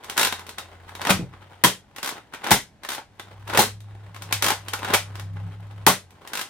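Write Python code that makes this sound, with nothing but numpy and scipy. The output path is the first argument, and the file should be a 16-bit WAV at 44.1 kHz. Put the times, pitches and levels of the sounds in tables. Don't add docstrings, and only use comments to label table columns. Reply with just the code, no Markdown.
import sys
import numpy as np
from scipy import signal
from scipy.fft import rfft, irfft, next_fast_len
from scipy.io import wavfile
from scipy.ndimage import uniform_filter1d

SR = 44100
rng = np.random.default_rng(int(sys.argv[2]) if len(sys.argv) > 2 else 0)


def digitize_waveform(pressure):
    field = np.atleast_2d(pressure).T
    bounded = np.clip(field, -1, 1)
    quanta = np.round(bounded * 32767).astype(np.int16)
    wavfile.write(sys.argv[1], SR, quanta)


N = 286209
TIME = np.arange(N) / SR


def undb(db):
    return np.exp(np.asarray(db) * (np.log(10) / 20))


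def unit(x):
    return x / np.sqrt(np.mean(x ** 2))


def on_log(hz, points):
    f, v = np.transpose(points)
    return np.interp(np.log(np.maximum(hz, 1)), np.log(f), v)


def tint(x, points, power=1):
    n = x.shape[-1]
    gain = undb(power * on_log(np.fft.rfftfreq(n, 1 / SR), points))
    return irfft(rfft(x) * gain, n)


def colour(x, points, size=4096):
    magnitude = undb(on_log(np.fft.rfftfreq(size, 1 / SR), points))
    cepstrum = irfft(np.log(magnitude))
    cepstrum[1:size // 2] *= 2
    cepstrum[size // 2 + 1:] = 0
    response = irfft(np.exp(rfft(cepstrum)))
    return signal.fftconvolve(x, response[None] / np.linalg.norm(response))[:, :N]


def walk(rate_hz):
    k = int(SR / rate_hz)
    steps = np.repeat(rng.standard_normal(N // k + 1), k)
    return unit(uniform_filter1d(uniform_filter1d(steps, k), k)[:N])


def add(track, s, sound):
    i = max(int(s * SR), 0)
    track[..., i:i + sound.shape[-1]] += sound[..., :max(N - i, 0)]


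# t/s, level/dB
HANDLING = [(0, -53), (.15, -41), (.68, -55.5), (1.03, -49), (1.38, -59.5), (1.58, -52), (2.25, -61.5),
            (3.1, -66), (3.3, -53.5), (4.15, -58), (4.3, -44.5), (5.2, -54.5), (5.8, -54.5), (6.49, -51.5)]
DIP_DB, DIP_S, RETURN_S = -16, 0.22, 0.15


def handling_db(t):
    dip_t, dip_share = [0, DIP_S, DIP_S + RETURN_S], [1, 1, 0]
    dip = sum(np.interp(t - s, dip_t, dip_share, left=0) for s, *_ in SHOTS)
    return np.interp(t, *np.transpose(HANDLING)) + DIP_DB * dip


def stroke(length_s, end_db, swell_db):
    return undb(np.linspace(end_db - swell_db, end_db, max(int(length_s * SR), 1)))


# f/Hz, level/dB
SCRAPE_COLOUR = [(40, -33), (150, -4.5), (350, -1), (600, -2), (900, -2), (1600, -4), (3000, -10.5),
                 (6000, -25.5), (10000, -27), (16000, -31.5)]
PULL_SWELL_DB, PUSH_SWELL_DB = 7, 18
SLACK_S, SLACK_DB, SLACK_SWELL_DB = 0.07, -17.5, 15


def friction(catches, grain_db, judder_db, judder_hz, fidget_db, lead_s, lead_db, clean_share):
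    force = undb(handling_db(TIME) + fidget_db * walk(35))
    for start, _, stop, *_, db in PULLS:
        add(force, start, stroke(stop - start, db, PULL_SWELL_DB))
    for start, home, _, _, db, *_ in PUSHES:
        add(force, start - SLACK_S, stroke(SLACK_S, db + SLACK_DB, SLACK_SWELL_DB))
        add(force, start, stroke(home - start, db, PUSH_SWELL_DB))
    ramp = np.linspace(0, 1, int(lead_s * SR)) ** 2
    for s, db, treble_db in catches:
        ramp_db = db + lead_db - clean_share * max(treble_db, -6)
        add(force, s - lead_s, undb(ramp_db) * ramp)
    roughness = undb(grain_db * walk(900) + judder_db * walk(judder_hz))
    slips = unit(rng.standard_normal((2, N)) * roughness)
    return colour(slips * uniform_filter1d(force, size=200), SCRAPE_COLOUR)


# t/s, f/Hz, level/dB
HUM = [(0, 91.04, -71), (.3, 87.17, -50), (.58, 88.87, -57), (.8, 88.42, -50), (1.3, 96.6, -47.5),
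       (1.95, 91, -67), (2.95, 94, -73), (3.4, 100.4, -43), (3.72, 103.4, -40), (4.24, 101.6, -44),
       (4.35, 102.6, -36), (4.55, 99.4, -45), (4.85, 99.7, -40.5), (5.42, 99.7, -32), (5.56, 102.4, -39.5),
       (5.84, 102, -40.5), (6.1, 91.6, -60.5), (6.49, 90, -78)]
# multiple of f, level at the loudest/dB, growth/(dB per dB of hum)
HUM_PARTIALS = [(1, 0.5, 1), (.62, -19.5, 0.8), (1.26, -21.5, 1.1), (1.65, -14, 1.3), (2.63, -23.5, 1.7)]


def hum(waver_db, partial_waver_db, side_db):
    times, *columns = np.transpose(HUM)
    hz, db = (np.interp(TIME, times, column) for column in columns)
    phase = 2 * np.pi * np.cumsum(hz) / SR
    tone = 0
    for k, (multiple, top_db, growth) in enumerate(HUM_PARTIALS):
        waver = (partial_waver_db if k else waver_db) * walk(23)
        gain = undb(top_db + growth * (db - db.max()) + waver)
        tone = tone + gain * np.exp(1j * (multiple * phase + 0.18 * waver))
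    return np.sqrt(2) * undb(db.max()) * np.array([tone.real, undb(side_db) * tone.imag])


# f/Hz, level/dB
AIR_COLOUR = [(15, -30.5), (25, -1), (97, 9), (394, -2.5), (624, -4), (818, -2), (1190, -13), (1520, -10),
              (8590, -27.5), (14800, -39), (16000, -46)]
AIR_DB = -57.5


def background_air():
    return undb(AIR_DB) * unit(colour(rng.standard_normal((2, N)), AIR_COLOUR))


def chatter(decay_ms, rise_ms, part_hz, part_db, part_width_hz=130, size=4096, order=31):
    ms = 1000 * np.arange(size) / SR
    shape = np.exp(-ms / decay_ms) * (1 - np.exp(-ms / rise_ms))
    spectrum = rfft(rng.standard_normal((2, size)) * shape)
    even = spectrum / np.sqrt(uniform_filter1d(np.abs(spectrum) ** 2, order))
    crack = irfft(even) * np.linalg.norm(shape) * np.linspace(1, 0, size)
    part_ring = signal.lfilter(*signal.iirpeak(part_hz, part_hz / part_width_hz, SR), crack)
    return crack + undb(part_db) * part_ring


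def blows(rows, points, rise_ms, split_hz, treble_db):
    dull, bright = np.zeros((2, 2, N))
    for s, db, share_db, decay_ms in rows:
        part_hz = np.exp(rng.uniform(np.log(1100), np.log(6000)))
        burst = chatter(max(decay_ms, .5), rise_ms, part_hz, part_db=4)
        add(dull, s, burst * undb(db))
        add(bright, s, burst * undb(db + share_db + treble_db))
    low, high = (signal.butter(2, split_hz, kind, fs=SR) for kind in ("low", "high"))
    return colour(signal.lfilter(*low, dull) - signal.lfilter(*high, bright), points)


def ticks(level_db, spread_db, treble_db, decay_ms, count=130):
    chance = rng.random((count, 3))
    times = chance[:, 0] * N / SR
    levels = handling_db(times) + level_db + spread_db * chance[:, 1] ** 2
    return [(s, db, treble_db * share, decay_ms) for s, db, share in zip(times, levels, chance[:, 2])]


# t/s, level/dB, treble share/dB
CLACKS = [(0.036, -43, -1), (0.043, -45.5, 9), (0.097, -32.5, 7.5), (0.168, -35, 7), (0.324, -23, -2.5),
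          (0.393, -37.5, 0.5), (0.466, -43, 4), (0.491, -38, 5.5), (0.583, -30, 2), (0.892, -39.5, -6),
          (0.951, -34.5, -1), (1.015, -26.5, -4), (1.336, -41, -24), (1.425, -44, -28), (1.962, -42, 7),
          (1.983, -32, -4), (2.336, -32.5, -5), (2.345, -33, -7), (2.834, -36.5, -1.5),
          (2.848, -30.5, -4.5), (3.196, -31.5, -5.5), (3.477, -37, -1.5), (3.497, -32.5, -2),
          (3.804, -59, 13.5), (4.145, -40, -3.5), (4.162, -36.5, -6), (4.221, -37.5, 5.5),
          (4.325, -23.5, 10), (4.683, -33, 4.5), (4.734, -23.5, 2), (4.791, -38.5, 1), (5.154, -35.5, -4),
          (5.196, -35.5, -0.5), (5.368, -40, -37), (6.106, -57, 7.5), (6.274, -44.5, 10)]
# start t/s, bolt home t/s, then level/dB of unlatching, feed knock, rail rub,
# bolt strike, bolt seating
PUSHES = [(1.05, 1.097, -22.5, -19, -21, -16, -13.5), (2.442, 2.507, -26, -24, -23.5, -14.5, -21),
          (3.535, 3.5732, -24.5, -22.5, -19.5, -11.5, -22), (4.846, 4.937, -25, -31, -22.5, -12, -15)]
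FEED_SHARE, PUSH_TREBLE_DB = .43, -5.5
# f/Hz, level/dB
CONTACT_COLOUR = [(40, -35.5), (120, -10), (220, 1), (400, -1), (600, -4.5), (850, -1), (1500, 0.5),
                  (2500, -0.5), (4500, -3.5), (8000, -7), (13000, -6), (16000, -15)]


def latches():
    rows = list(CLACKS)
    for start, home, unlatch_db, feed_db, *_ in PUSHES:
        feed_s = start + FEED_SHARE * (home - start)
        rows += [(start, unlatch_db, PUSH_TREBLE_DB), (feed_s, feed_db, PUSH_TREBLE_DB)]
    return rows


def rebounds(after_s, drop_db):
    waits = after_s * (.5 + rng.random(len(CLACKS)))
    return [(s + wait, db + drop_db, treble_db) for (s, db, treble_db), wait in zip(CLACKS, waits)]


# f/Hz, width/Hz, level/dB
SHELL_MODES = [(382, 140, -5.5), (592, 7.3, -5.5), (835, 71, 3.5), (985, 170, -1.5), (1295, 35, -6.5),
               (1483, 88, -5), (1990, 130, -9.5), (3230, 150, -7.5), (3670, 240, -5), (5390, 90, -22.5),
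               (6070, 190, -11.5), (8540, 1400, -6.5)]


def shell(x, ring_db):
    rings = sum(undb(db) * signal.lfilter(*signal.iirpeak(hz, hz / width, SR), x)
                for hz, width, db in SHELL_MODES)
    return x + undb(ring_db) * rings


# f/Hz, t60/s; a negative t60 makes the band grow until the window closes it
ROOM_T60 = [(100, -0.5), (300, -0.08), (800, 0.15), (2000, 0.2344), (5000, 0.2438), (9000, 0.2264),
            (16000, 0.14)]
# f/Hz, level/dB
ROOM_ECHO = [(60, -9.5), (200, -1), (500, 3.5), (900, -2.5), (2500, -3), (6000, 0), (16000, -4)]


def echoes(build_s, size=16384):
    t, hz = np.arange(size) / SR, np.fft.rfftfreq(size, 1 / SR)
    noise, response = rfft(rng.standard_normal((2, size))), 0
    for band, (_, t60) in enumerate(ROOM_T60):
        weight = on_log(hz, [(f, k == band) for k, (f, _) in enumerate(ROOM_T60)])
        fade = undb(-60 * t / t60) * (1 - np.exp(-(t / build_s) ** 2))
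        response = response + irfft(noise * weight, size) * fade / np.linalg.norm(fade)
    return tint(response, ROOM_ECHO) * np.hanning(2 * size)[size:]


def room(x, build_s, count=7, size=160):
    part = np.arange(N) // size % count
    n = next_fast_len(N + SR // 2, True)
    total = 0
    for k in range(count):
        share = np.sqrt(np.abs(uniform_filter1d(1. * (part == k), size)))
        total = total + rfft(x * share, n) * rfft(echoes(build_s), n)
    return irfft(total, n)[:, :N]


# first tooth t/s, tooth spacing/ms, end stop t/s, tooth level/dB, gain per tooth/dB,
# tooth treble/dB, stop level/dB, stop treble/dB, rail rub/dB
PULLS = [(0.177, 17.6, 0.27, -22, -0.2, 5.5, -24, 1, -38.5),
         (2.029, 15.3, 2.19, -31, 0, 3, -46.5, -34, -43.5),
         (2.888, 14.9, 2.985, -31, -1, 3, -34.5, -17.5, -42),
         (4.423, 20.0, 4.518, -24.5, -0.28, 6.5, -19, -14, -32),
         (6.333, 19.8, 5.9, -32, 0.24, 4, -38, 10, -33.5)]
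TEETH, FIRST_TOOTH_DB, TOOTH_SCATTER_DB = 5, 1.5, 0.4


def ratchet():
    rows = []
    scatter = TOOTH_SCATTER_DB * rng.standard_normal((len(PULLS), TEETH))
    for pull, uneven_db in zip(PULLS, scatter):
        start, tooth_ms, stop, db, gain_db, treble_db, stop_db, stop_treble_db, _ = pull
        gap_s = tooth_ms / 1000
        for k in range(TEETH):
            tooth_db = db + k * gain_db + FIRST_TOOTH_DB * (k == 0) + uneven_db[k]
            rows.append((start + k * gap_s, tooth_db, treble_db))
        rows.append((stop, stop_db, stop_treble_db))
    return rows


# t/s, catch/dB, plunger/dB, plunger decay/ms, pop f/Hz, pop/dB, boom f/Hz, boom/dB,
# jolt/dB, jolt top f/Hz
SHOTS = [(1.6377, -7.5, -9, 4.5, 985, -10.5, 183.5, -19, -20, 506),
         (2.507, -18, -14, 12.8, 856, -5.5, 207.7, -24, -20.5, 268),
         (3.583, -27.5, -21, 44.5, 835, -6.5, 211.4, -22, -16.5, 604),
         (5.8651, -5.5, -18.5, 24.5, 874, -4.5, 186.5, -19, -19.5, 484)]
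SEAT_S, PLUNGER_S = .0065, .0065
BOLT_MS, SEAT_MS, CATCH_MS = 3.8, 6.66, 2.5
BOLT_TREBLE_DB, SEAT_TREBLE_DB, CATCH_TREBLE_DB, PLUNGER_TREBLE_DB = -1, -4.5, 3.5, 2.5
# f/Hz, level/dB
SLAM_COLOUR = [(40, -25), (120, 4), (220, -1), (420, 2), (600, 0), (850, 1), (1500, 1.5), (2500, 0),
               (4500, -6), (8000, -10), (13000, -7), (16000, -11.5)]


def slams():
    rows = []
    for _, home, *_, strike_db, seat_db in PUSHES:
        rows.append((home, strike_db, BOLT_TREBLE_DB, BOLT_MS))
        rows.append((home + SEAT_S, seat_db, SEAT_TREBLE_DB, SEAT_MS))
    for s, catch_db, plunger_db, plunger_ms, *_ in SHOTS:
        rows.append((s, catch_db, CATCH_TREBLE_DB, CATCH_MS))
        rows.append((s + PLUNGER_S, plunger_db, PLUNGER_TREBLE_DB, plunger_ms))
    return rows


def ring(hz, t60_s, rise_s, size=16384):
    t = np.arange(size) / SR
    return np.sin(2 * np.pi * hz * t) * 1000 ** (-t / t60_s) * (1 - np.exp(-t / rise_s))


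# t/s, f/Hz, ring/dB, dull bump/dB, bump top f/Hz
BUMPS = [(1.105, 190, -15, -25.5, 440), (1.141, 118, -29, -29.5, 205), (1.191, 175.7, -23.5, -29.5, 325),
         (1.225, 130, -26.5, -34.5, 283.3)]
# f/Hz, level against the boom/dB
STOCK_MODES = [(127, -5), (420, -6.5), (591, -9.5)]
RECOIL_S = 0.0026


def recoil(t60_s, bump_s, side_db, octaves, size=16384):
    out = np.zeros((2, N))
    fade = np.exp(-np.arange(size) / SR / bump_s)
    kicks = [(s + RECOIL_S, hz, boom_db, jolt_db, top_hz)
             for s, *_, hz, boom_db, jolt_db, top_hz in SHOTS]
    for s, hz, ring_db, bump_db, top_hz in [*kicks, *BUMPS]:
        band_hz = [top_hz / 2 ** octaves, top_hz]
        band = signal.butter(2, band_hz, "band", fs=SR, output="sos")
        bump = signal.sosfilt(band, rng.standard_normal((2, size))) * fade
        bump *= np.linalg.norm(fade) / np.linalg.norm(bump, axis=1, keepdims=True)
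        add(out, s, undb(bump_db) * bump)
        add(out[0], s, undb(ring_db) * ring(hz, t60_s, rise_s=0.00047))
        add(out[1], s + 1 / (4 * hz), undb(ring_db) * ring(hz, t60_s, rise_s=.002))
    for s, _, boom_db, *_ in kicks:
        modes = sum(undb(boom_db + db) * ring(hz, t60_s, rise_s=.003) for hz, db in STOCK_MODES)
        add(out[0], s, modes)
    return out * undb([[0], [side_db]])


POP_S = .0075


def barrel(t60_s, rise_s):
    out = np.zeros(N)
    for s, _, _, _, hz, db, *_ in SHOTS:
        add(out, s + POP_S, undb(db) * ring(hz, t60_s, rise_s))
    return out


# f/Hz, gain/dB
SIDE_COLOUR = [(60, -9.5), (250, -12.5), (700, -8), (1300, -5.5), (2400, -4.5), (4400, -1.5), (16000, -1)]
# f/Hz, tilt/dB
CHANNEL_TILT = [(100, 0.3), (1000, 0.5), (2400, 1), (4400, 0), (8200, 2.5), (15000, 2.5)]


def scene():
    latch_ms, tooth_ms = 3.0, 3.6
    small = [(*row, latch_ms) for row in latches() + rebounds(after_s=0.0098, drop_db=-14)]
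    small += ticks(level_db=-2, spread_db=3, treble_db=8, decay_ms=0.74)
    parts = undb(9) * blows(small, CONTACT_COLOUR, rise_ms=1.0, split_hz=2030, treble_db=-4.5)
    teeth = ratchet()
    tooth_rows = [(*row, tooth_ms) for row in teeth]
    parts += undb(7.5) * blows(tooth_rows, CONTACT_COLOUR, rise_ms=1.0, split_hz=1530, treble_db=-1.5)
    parts += undb(4.5) * blows(slams(), SLAM_COLOUR, rise_ms=0.96, split_hz=8200, treble_db=-0.5)
    rub = friction(latches() + teeth, grain_db=4.0, judder_db=3.5, judder_hz=142.1, fidget_db=1.8,
                   lead_s=0.019, lead_db=-11, clean_share=0.23)
    near = shell(parts + undb(-2.5) * rub, ring_db=-1.0)
    pop = undb(4.0) * barrel(t60_s=0.039, rise_s=0.0009)
    boom = recoil(t60_s=0.23, bump_s=0.029, side_db=-1, octaves=2.44)
    echo = room(near[0] + undb(-5.5) * (pop + boom[0]), build_s=0.0033)
    drone = hum(waver_db=1.2, partial_waver_db=4.5, side_db=-10)
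    mid, side = near + boom + echo + background_air() + drone
    mid, side = mid + pop, tint(side, SIDE_COLOUR)
    left = tint(mid + side, CHANNEL_TILT, 0.44)
    right = tint(mid - side, CHANNEL_TILT, -0.99)
    lag_samples = 2
    return np.array([left, np.pad(right, (lag_samples, 0))[:N]])


TOP_HZ = 15900


def record(dry):
    rounded = dry / (1 + dry ** 4) ** .25
    return signal.sosfilt(signal.ellip(8, .2, 60, TOP_HZ, fs=SR, output="sos"), rounded)


dry = scene()
out = record(dry)
digitize_waveform(out)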